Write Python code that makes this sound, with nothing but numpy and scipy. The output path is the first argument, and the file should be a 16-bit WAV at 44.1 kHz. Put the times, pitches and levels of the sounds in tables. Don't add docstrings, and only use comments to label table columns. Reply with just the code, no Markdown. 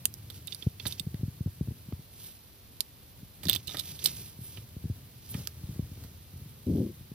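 import sys
import numpy as np
from scipy import signal
from scipy.fft import rfft, irfft, next_fast_len
from scipy.io import wavfile
from scipy.ndimage import map_coordinates

SR = 44100
rng = np.random.default_rng(int(sys.argv[2]) if len(sys.argv) > 2 else 0)


def pcm_store(signal):
    levels = np.round(np.clip(np.atleast_2d(signal), -1, 1) * 32767)
    wavfile.write(sys.argv[1], SR, levels.astype(np.int16).T)


N = 314871

# (pitch [Hz], width [Hz], level [dB])
HOSE_TONES = [(350, 156, 4), (1004, 95, -3.5), (1248, 54, 1.5), (1820, 330, -0.5), (2800, 1900, -7)]
# (fastest moment [s], length [s], rasp [dB], fizz [dB])
SLIDES = [(0.365, 0.062, -53.5, -51), (0.522, 0.048, -50.5, -48), (0.626, 0.2, -57.5, -53),
          (0.878, 0.099, -49, -47), (0.915, 0.087, -48.5, -48), (0.987, 0.018, -49.5, -61),
          (2.264, 0.18, -54.5, -47), (3.52, 0.13, -53, -50), (3.59, 0.076, -54.5, -60),
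          (3.74, 0.11, -46.5, -47), (3.901, 0.15, -47, -43), (4.023, 0.046, -48, -50),
          (4.076, 0.069, -40, -41), (4.186, 0.28, -49, -43), (4.464, 0.11, -57, -44),
          (4.56, 0.19, -56.5, -51.5), (5.314, 0.028, -66, -37.5), (5.39, 0.24, -52, -50),
          (5.693, 0.14, -62, -72), (6.03, 0.56, -64, -73), (6.79, 0.21, -60.5, -53.5)]
SLIDE_SWELL = dict(rise=0.6, shape=1.7)
GRIP_SWELL = dict(rise=0.49, shape=1.5)
TICK_SPAN = SR // 100


def amp(db):
    return 10 ** (np.asarray(db) / 20)


def unit(x):
    return x / np.sqrt(np.mean(x ** 2) + 1e-30)


def along(points, hz):
    f, v = np.transpose(points)
    return np.interp(np.log(hz + 1), np.log(f), v)


def wobble(rate):
    return map_coordinates(rng.standard_normal(int(N * rate / SR) + 4), [np.arange(N) * rate / SR])


def filtered(x, response):
    n = x.shape[-1]
    padded = next_fast_len(n + 4096)
    return irfft(rfft(x, padded) * response(np.fft.rfftfreq(padded, 1 / SR)), padded)[..., :n]


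def coloured(x, spectrum):
    return unit(filtered(x, lambda f: amp(along(spectrum, f))))


def resonance(f, hz, width):
    return 1j * f * width / (hz * hz - f * f + 1j * f * width)


def add(track, start, sound):
    part = track[start:start + len(sound)]
    part += sound[:len(part)]


def swell(s, length, rise, shape):
    t = np.arange(-SR, SR) / SR
    distance = np.abs(t / (length * np.where(t < 0, rise, 1 - rise)))
    out = np.zeros(N + 2 * SR)
    add(out, round(s * SR), np.exp(-np.minimum(distance ** shape, 20)))
    return out[SR:SR + N]


def movements(rows, rest_db, rise, shape):
    power = sum((amp(db) * swell(s, length, rise, shape)) ** 2 for s, length, db in rows)
    return np.sqrt(amp(rest_db) ** 2 + power)


def background(rumble_db=-58, hiss_db=-60, whine_db=-77):
    # (frequency [Hz], level [dB])
    rumble_colour = [(20, -13), (32, -7), (60, 1), (105, 0.5), (170, -8.5), (250, -14.5), (450, -17.5),
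                     (700, -25), (1200, -25.5), (2500, -49)]
    hiss_colour = [(500, 1.5), (1200, -4.5), (2000, -2.5), (3000, -1), (4300, 0), (7500, -11), (9500, -16),
                   (12500, 0), (15150, -2), (15750, -55)]
    rumble = coloured(rng.standard_normal(N) + 0.59 * rng.standard_normal((2, N)), rumble_colour)
    hiss = coloured(rng.standard_normal((2, N)) + .5 * rng.standard_normal(N), hiss_colour)
    whine = unit(filtered(rng.standard_normal((2, N)), lambda f: resonance(f, 14400, 90) ** 2))
    return amp(rumble_db + 0.62 * wobble(2.5)) * rumble + amp(hiss_db) * hiss + amp(whine_db) * whine


def grip(unrest_db=1.0):
    # (frequency [Hz], level [dB])
    case_colour = [(20, -49), (45, -22), (80, 6), (125, 3.5), (190, -8), (300, -15.5), (450, -22.5),
                   (800, -32.5), (2000, -33)]
    # (strongest moment [s], length [s], relative level [dB])
    shifts = [(0.03, 0.24, -43.5), (0.38, 0.56, -43), (0.92, 0.34, -42.5), (1.2, 0.42, -42.5),
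              (1.66, 0.63, -46), (1.92, 0.21, -48), (3.2, 0.052, -43.5), (3.5, 0.14, -32.5),
              (3.83, 0.98, -48), (4.15, 0.73, -46), (4.58, 0.38, -44.5), (4.94, 0.47, -43),
              (5.385, 0.14, -33), (5.7, 0.45, -38.5), (6.01, 0.3, -41.5), (6.42, 0.26, -45),
              (6.8, 0.9, -45)]
    murmur = unit(amp(unrest_db * wobble(28)) * coloured(rng.standard_normal(N), case_colour))
    return amp(-4.5) * movements(shifts, rest_db=-62.5, **GRIP_SWELL) * murmur


def latch_clicks(spike=.6, tail_db=-17, tail_fade_s=.02):
    # (time [s], crack [dB], knock [dB], low cut [Hz], treble change [dB], time to fade 60 dB [s])
    clicks = [(0.055, -19, -57, 2640, 3, 0.0025), (0.1404, -41, -77, 4500, -2, 0.0044),
              (2.8063, -24, -71, 4000, -10, 0.0019), (5.473, -31, -50.5, 2800, -2, 0.008)]
    # (frequency [Hz], level [dB])
    latch_colour = [(1000, -5.5), (2700, 1.5), (3400, -5), (5000, 2), (5800, 0), (7300, -4), (9000, 0.5),
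                    (11500, 4), (14500, -2), (15500, -31), (16500, -27)]
    out, t = np.zeros(N), np.arange(SR // 20) / SR
    for s, db, knock_db, low_cut_hz, treble_db, fade_s in clicks:
        fade = amp(-60 * t / fade_s) + amp(tail_db - 60 * t / tail_fade_s)
        burst = rng.standard_normal(len(t)) * fade
        burst += spike * np.linalg.norm(burst) * signal.unit_impulse(len(t), SR // 5000)
        tilt = [(5000, 0), (13000, treble_db)]
        crack = filtered(burst, lambda f: amp(along(latch_colour, f) + along(tilt, f)))
        crack = signal.sosfilt(signal.butter(4, low_cut_hz, "high", fs=SR, output="sos"), crack)
        knock = filtered(burst, hose_response)
        click = amp(db) * unit(crack) + amp(knock_db) * unit(knock)
        add(out, round(s * SR), click * np.sqrt(TICK_SPAN / len(t)))
    return out


def hose_response(f):
    return sum((-1) ** k * amp(db) * resonance(f, hz, width)
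               for k, (hz, width, db) in enumerate(HOSE_TONES))


def ticks(direct_db=-1.06):
    # (time [s], knock [dB], ring [dB], snap [dB], ring pitch [Hz], snap pitch [Hz],
    # contact time [s], ring's time to fade 60 dB unless the hand stops it sooner [s])
    contacts = [(0.301, -54, -44.5, -42, 3600, 13200, 0.0019, 0.0028),
                (0.4723, -76, -57, -37, 4620, 10700, 0.00088, .002),
                (0.4776, -58, -39.5, -44, 3740, 12200, 0.0014, 0.0081),
                (0.5234, -63, -36.5, -48, 3650, 11500, 0.0013, 0.0074),
                (0.5474, -78, -42, -37, 4650, 11100, 0.00047, 0.0062),
                (0.6242, -53, -39.5, -50, 3380, 11800, 0.0011, 0.0099),
                (0.7985, -52.5, -39, -53, 3360, 12500, 0.0011, 0.016),
                (0.8548, -40.5, -38, -52, 1690, 11800, 0.0014, 0.003),
                (0.8575, -44.5, -41, -44, 4160, 12500, 0.002, .003),
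                (0.8665, -48, -32, -34, 3750, 11800, 0.0013, 0.01),
                (0.8716, -55, -56, -28, 4500, 10900, 0.0032, .002),
                (0.924, -75, -38, -39, 3960, 12000, 0.0011, 0.0023),
                (0.9966, -64, -34, -33, 3600, 14800, 0.0013, 0.0048),
                (0.997, -66, -40, -42, 4500, 15300, 0.00079, 0.0053),
                (0.9972, -75, -38, -51, 8220, 14800, .0008, .012),
                (1.144, -53, -58, -54, 3400, 11800, 0.00031, .001),
                (1.925, -59, -50.5, -60, 1000, 13800, 0.0004, 0.00083),
                (3.433, -48, -45.5, -37.5, 3400, 12800, 0.0058, 0.00099),
                (3.4538, -44.5, -38, -40, 4830, 14200, 0.0024, 0.0023),
                (3.469, -68, -39.5, -40, 3620, 11900, .0014, 0.0069),
                (3.485, -38, -32, -31, 4130, 11800, 0.0016, 0.0043),
                (3.491, -46, -31, -39, 3520, 12000, 0.0022, .004),
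                (3.4968, -41.5, -23, -17.5, 3620, 14500, 0.00056, 0.0042),
                (3.5025, -50, -34, -42, 3730, 12500, 0.00079, 0.0074),
                (3.5102, -49, -33, -37, 3650, 12000, 0.0019, 0.0063),
                (3.523, -57, -37, -43, 3850, 12500, 0.0015, 0.0035),
                (3.531, -50, -29, -25.5, 3700, 14200, 0.0013, .004),
                (3.5382, -60, -30.5, -44, 3860, 10900, 0.0013, 0.0049),
                (3.5494, -48.5, -39, -30, 3100, 13300, 0.0011, 0.0023),
                (3.554, -47, -37, -39, 4400, 13000, 0.00086, 0.0011),
                (3.5613, -51.5, -30.5, -31, 3650, 14500, 0.0015, 0.0052),
                (3.6725, -65, -44, -37, 4220, 13200, 0.0019, 0.0022),
                (3.6796, -55.5, -35, -39.5, 3900, 12300, 0.0016, 0.0095),
                (3.693, -51, -39, -48, 3700, 10800, 0.0023, 0.0058),
                (3.71, -53, -45, -53, 3530, 10600, 0.0017, 0.0056),
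                (3.7195, -57, -44.5, -54, 3680, 12000, 0.0012, .006),
                (3.745, -38, -45, -40.5, 3550, 11900, 0.003, 0.0025),
                (3.7706, -48, -38, -35.5, 3780, 11500, 0.005, 0.0046),
                (3.7855, -57, -39.5, -46, 3880, 12000, 0.0013, 0.0046),
                (3.7926, -61, -39, -35, 3900, 12800, 0.00068, 0.0043),
                (3.7963, -52, -32, -30.5, 3930, 12900, 0.0011, 0.0045),
                (3.8075, -59, -41, -43, 3960, 12000, 0.002, 0.0066),
                (3.991, -57.5, -45, -45, 3700, 12300, 0.0012, 0.0024),
                (4.0413, -56, -43, -24.5, 4300, 12200, 0.0016, .0015),
                (4.0488, -50, -42, -30, 5000, 12200, 0.00073, .0015),
                (4.0572, -68, -28, -31, 3260, 13000, 0.0016, 0.0012),
                (4.0596, -62, -20.5, -21, 3920, 14650, 0.00067, 0.025),
                (4.061, -70, -26, -27, 8400, 14600, 0.00048, 0.0061),
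                (4.068, -63, -35, -36, 4000, 13000, 0.0022, 0.0077),
                (4.073, -50, -36, -35, 4000, 13000, 0.0011, .005),
                (4.573, -51, -45.5, -56, 2940, 13300, 0.0022, 0.0045),
                (5.342, -43, -45.5, -45, 3000, 11500, 0.0027, 0.0039),
                (6.037, -55.5, -56, -47, 4230, 13100, 0.0039, 0.0034)]
    # (pitch [Hz], width [Hz], level [dB])
    bundle_tones = [(3150, 110, -6), (3500, 90, -1), (3675, 90, 0), (4410, 110, -4), (4590, 80, -4)]
    out = np.zeros(N)
    for s, *contact in contacts:
        add(out, round(s * SR), tick(*contact))
    return filtered(out, lambda f: amp(direct_db)
                    + sum(amp(db) * resonance(f, hz, width) for hz, width, db in bundle_tones))


def tick(knock_db, ring_db, snap_db, ring_hz, snap_hz, contact_s, ring_s, strike=0.89, chatter_db=-26):
    # (frequency [Hz], level [dB])
    snap_colour = [(1200, -64.5), (2400, -16), (4500, -1), (6300, 0), (7300, -1), (8200, 10), (9300, 4.5),
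                   (11800, 6.5), (13000, 0), (14600, 10), (15500, -16), (16500, -27)]
    t = np.arange(SR // 12) / SR
    grit = rng.standard_normal((2, len(t))) * np.exp(rng.standard_normal((2, len(t))))
    chatter_s = .05 / (1 + (0.0016 / contact_s) ** 4) ** 0.43
    slip = grit[0] * np.exp(-t / (2.84 * contact_s)) + grit[1] * amp(chatter_db - 60 * t / chatter_s)
    blow = slip + strike * np.linalg.norm(slip) * signal.unit_impulse(len(t))
    knock = filtered(slip, lambda f: hose_response(f) * amp(along([(2400, 19), (5000, -29)], f)))
    ring = tubing_ring(blow, ring_hz, ring_s)
    snap = filtered(slip, lambda f: amp(along(snap_colour, f)) * (1 + amp(7) * resonance(f, snap_hz, 800)))
    sound = amp(knock_db) * unit(knock) + amp(ring_db) * unit(ring) + amp(snap_db - 0.5) * unit(snap)
    return sound * np.sqrt(TICK_SPAN / len(t))


def tubing_ring(blow, hz, ring_s, longest_s=.014, bend=.1, scatter_db=1.8):
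    # (pitch [multiple of hz], level [dB])
    tubing_tones = [(.8, -9.5), (1.001, 1.5), (1.28, -8), (1.58, -11)]
    width = np.log(1000) / (np.pi * min(ring_s, longest_s))
    chance = rng.standard_normal((len(tubing_tones), 2))
    tones = [(hz * ratio ** (1 + bend * shift), amp(db + scatter_db * size))
             for (ratio, db), (shift, size) in zip(tubing_tones, chance)]

    def response(f):
        low_cut = 1 - 1 / (1 + (f / (0.52 * hz)) ** 6)
        ringing = sum(gain * resonance(f, tone_hz, width) for tone_hz, gain in tones)
        return resonance(f, hz, width=2600) * low_cut * ringing
    return filtered(blow, response)


def rasp_gain():
    return movements([(s, length, db) for s, length, db, _ in SLIDES], rest_db=-67, **SLIDE_SWELL)


def sleeves(catches_per_s=190, catch_db=-6, spread_db=3.0, flutter_db=1.6):
    # (frequency [Hz], level [dB])
    rasp_colour = [(300, -13), (800, -10), (1200, -15.5), (1800, -8.5), (2400, -3.5), (3400, -1),
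                   (4700, 3.5), (6000, 2.5), (7600, -10), (11000, -36)]
    fizz_colour = [(4000, -27), (7500, -14), (10000, 2.5), (12500, 4), (15100, -2), (15900, -61)]
    fizz_gain = movements([(s, length, db) for s, length, _, db in SLIDES], rest_db=-57.5, **SLIDE_SWELL)
    caught = rng.random(N) < catches_per_s / SR
    catches = caught * amp(spread_db * np.minimum(rng.exponential(size=N), 3))
    flicks = unit(filtered(catches, lambda f: resonance(f, 3360, 1500) ** 2))
    rasp = coloured(rng.standard_normal(N), rasp_colour) + amp(catch_db) * flicks
    fizz = coloured(rng.standard_normal(N) + amp(catch_db) * unit(catches), fizz_colour)
    flutter = amp(flutter_db * wobble(130) - 1.5)
    return flutter * (rasp_gain() * rasp + fizz_gain * fizz)


def hose_murmur(level_db=-5, unrest_db=3):
    # (frequency [Hz], level [dB])
    flex_colour = [(60, -32), (110, -2), (160, 6.5), (260, -14), (420, -9), (700, -32), (1100, -51)]
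    murmur = unit(amp(unrest_db * wobble(35)) * coloured(rng.standard_normal(N), flex_colour))
    return amp(level_db) * rasp_gain() * murmur


def rattle(per_slide=2, reach=.4, detune=.1):
    out = np.zeros(N)
    for s, length, rasp_db, _ in SLIDES:
        for when, scatter_db, pitch in rng.uniform(-1, 1, (per_slide, 3)):
            db = rasp_db + scatter_db
            sound = tick(knock_db=db - 29, ring_db=db - 9, snap_db=db - 3,
                         ring_hz=3580 * (1 + detune * pitch), snap_hz=12200,
                         contact_s=0.0041, ring_s=0.0026)
            add(out, round((s + reach * length * when) * SR), sound)
    return out


def finger_bumps(ringiness=0.92, low_cut_hz=60):
    # (time [s], peak [dB], pitch [Hz], skin muffles above [Hz])
    bumps = [(0.6658, -17.5, 118, 130), (0.6687, -25.5, 193, 513), (0.86, -29.5, 99, 990),
             (1.0035, -33.5, 155, 150), (1.0662, -27.5, 123, 163), (1.0687, -31, 192, 200),
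             (1.1425, -25.5, 111, 270), (1.192, -38, 114, 130), (1.2103, -38, 127, 810),
             (1.232, -21.5, 110, 300), (1.2514, -34.5, 121, 160), (1.28, -26.5, 111, 210),
             (1.4068, -23.5, 110, 200), (1.4596, -21.5, 110, 210), (1.4731, -32, 129, 730),
             (1.4785, -33.0, 83, 130), (1.6097, -20.5, 122, 340), (1.6208, -30.5, 89, 190),
             (1.6745, -33, 96, 990), (1.6832, -25.0, 101, 280), (1.709, -32.5, 81, 720),
             (1.7178, -34, 154, 251), (1.8854, -34, 155, 200), (1.9232, -32.5, 262, 346),
             (1.9293, -27.5, 94, 150), (1.9932, -38, 110, 330), (3.2293, -36.5, 129, 260),
             (3.4587, -30.5, 194, 220), (3.4694, -25.5, 168, 180), (3.4935, -37, 102, 990),
             (4.3892, -35.5, 120, 310), (4.412, -36.5, 117, 130), (4.5824, -37.5, 79.5, 970),
             (4.7658, -31, 102, 420), (4.8406, -29.5, 95, 390), (4.8527, -27.0, 129, 231),
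             (4.8989, -24.5, 86, 390), (4.9062, -29.5, 80.5, 130), (5.3491, -24.5, 147, 152),
             (5.3774, -32, 140, 141), (5.41, -43, 122, 130), (5.636, -30.0, 84, 161),
             (5.691, -28, 113, 222), (5.7076, -32.5, 116, 180), (5.76, -36, 114, 480),
             (5.7932, -21, 120, 345), (5.824, -30, 82, 131), (5.9165, -32.5, 80, 270),
             (5.9758, -38, 108, 490), (6.0263, -39, 92, 590), (6.0474, -37, 81, 990),
             (6.3366, -38.5, 89.5, 330), (6.358, -38.5, 81, 240), (6.4152, -38.5, 103, 130),
             (6.4586, -37, 138, 150), (7.0085, -37.5, 101, 200), (7.1165, -33, 131, 450)]
    out, push = np.zeros(N), signal.unit_impulse(SR // 12)
    for s, db, hz, skin_hz in bumps:
        def response(f):
            skin = 1 / (1 + 1.3j * f / skin_hz - (f / skin_hz) ** 2)
            low_cut = 1j * f / (low_cut_hz + 1j * f)
            return -resonance(f, hz, hz / ringiness) ** 2 * skin * low_cut
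        flex = filtered(push, response)
        add(out, round(s * SR), amp(db) * flex * 2 / np.ptp(flex))
    return out


def finger_drag(start_s=6.66, slips_per_s=190, unevenness=.35, squeeze_db=0.5, squeeze_pitch=1.14):
    # (frequency [Hz], level [dB])
    finger_colour = [(21, -49), (35, -25), (102, 7), (129, -1), (166, 0.5), (211, 1), (312, -3.5),
                     (375, -7.5), (396, -11.5), (510, -19), (822, -43.5), (1000, -46), (1300, -53),
                     (2200, -120)]
    times = np.cumsum([start_s, 0.0087, 0.14, 0.096, 0.041])
    pressure = amp(np.interp(np.arange(N) / SR, times, [-67, -26, -26, -39.5, -67]))
    slip_count = np.cumsum(slips_per_s * np.exp(unevenness * wobble(150))) / SR
    slips = np.diff(np.floor(slip_count), prepend=0) * amp(3.6 * rng.standard_normal(N))
    force = unit(slips - slips.mean()) + rng.standard_normal(N)
    squeeze = swell(s=6.795, length=0.057, **GRIP_SWELL)
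    light = coloured(force, finger_colour)
    firm = coloured(force, [(hz * squeeze_pitch, db) for hz, db in finger_colour])
    return pressure * ((1 - squeeze) * light + squeeze * amp(squeeze_db) * firm)


def engine_bay(x, echo_db=-21, echo_s=0.067, detour_db=-10, detour_s=0.017, lag_s=.000046):
    # (frequency [Hz], level change [dB])
    shade = [(300, -2.5), (1200, -6.5), (3000, -11.5), (5000, -16.5), (8200, -4.5), (11000, -13),
             (14500, -7.5)]
    t = np.arange(SR // 8) / SR
    scatter = rng.standard_normal((3, len(t))) * amp(-60 * t / np.array([[echo_s], [echo_s], [detour_s]]))
    scatter /= np.linalg.norm(scatter, axis=1, keepdims=True)
    echo_left, echo_right, detour = signal.fftconvolve(x[None], scatter, axes=1)[:, :N]
    left = x + amp(detour_db) * detour + amp(echo_db + 13.0) * echo_left
    left = filtered(left, lambda f: amp(along(shade, f)) * np.exp(-2j * np.pi * f * lag_s))
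    right = x + amp(echo_db) * echo_right
    return amp(1.5) * np.array([left, right])


def scene(sleeve_left_db=6, low_lag_s=.00008):
    low = finger_bumps() + grip() + finger_drag() + hose_murmur()
    lean = [(100, 0.4), (200, .6), (350, 2.4), (700, 0.49)]  # (frequency [Hz], left up, right down [dB])
    low_stereo = filtered(low, lambda f: amp(np.outer([1, -1], along(lean, f)))
                          * np.exp(np.outer([-1j, 1j], np.pi * f * low_lag_s)))
    plastic = engine_bay(ticks() + latch_clicks() + rattle())
    sliding = amp([[sleeve_left_db], [0]]) * engine_bay(sleeves())
    return plastic + sliding + low_stereo + background()


def record(dry, low_cut_hz=38, top_hz=16400):
    thinned = signal.sosfilt(signal.butter(2, low_cut_hz, "high", fs=SR, output="sos"), dry)
    return filtered(np.clip(thinned, -1, 1), lambda f: 1 / (1 + (f / top_hz) ** 120))


dry = scene()
out = record(dry)
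pcm_store(out)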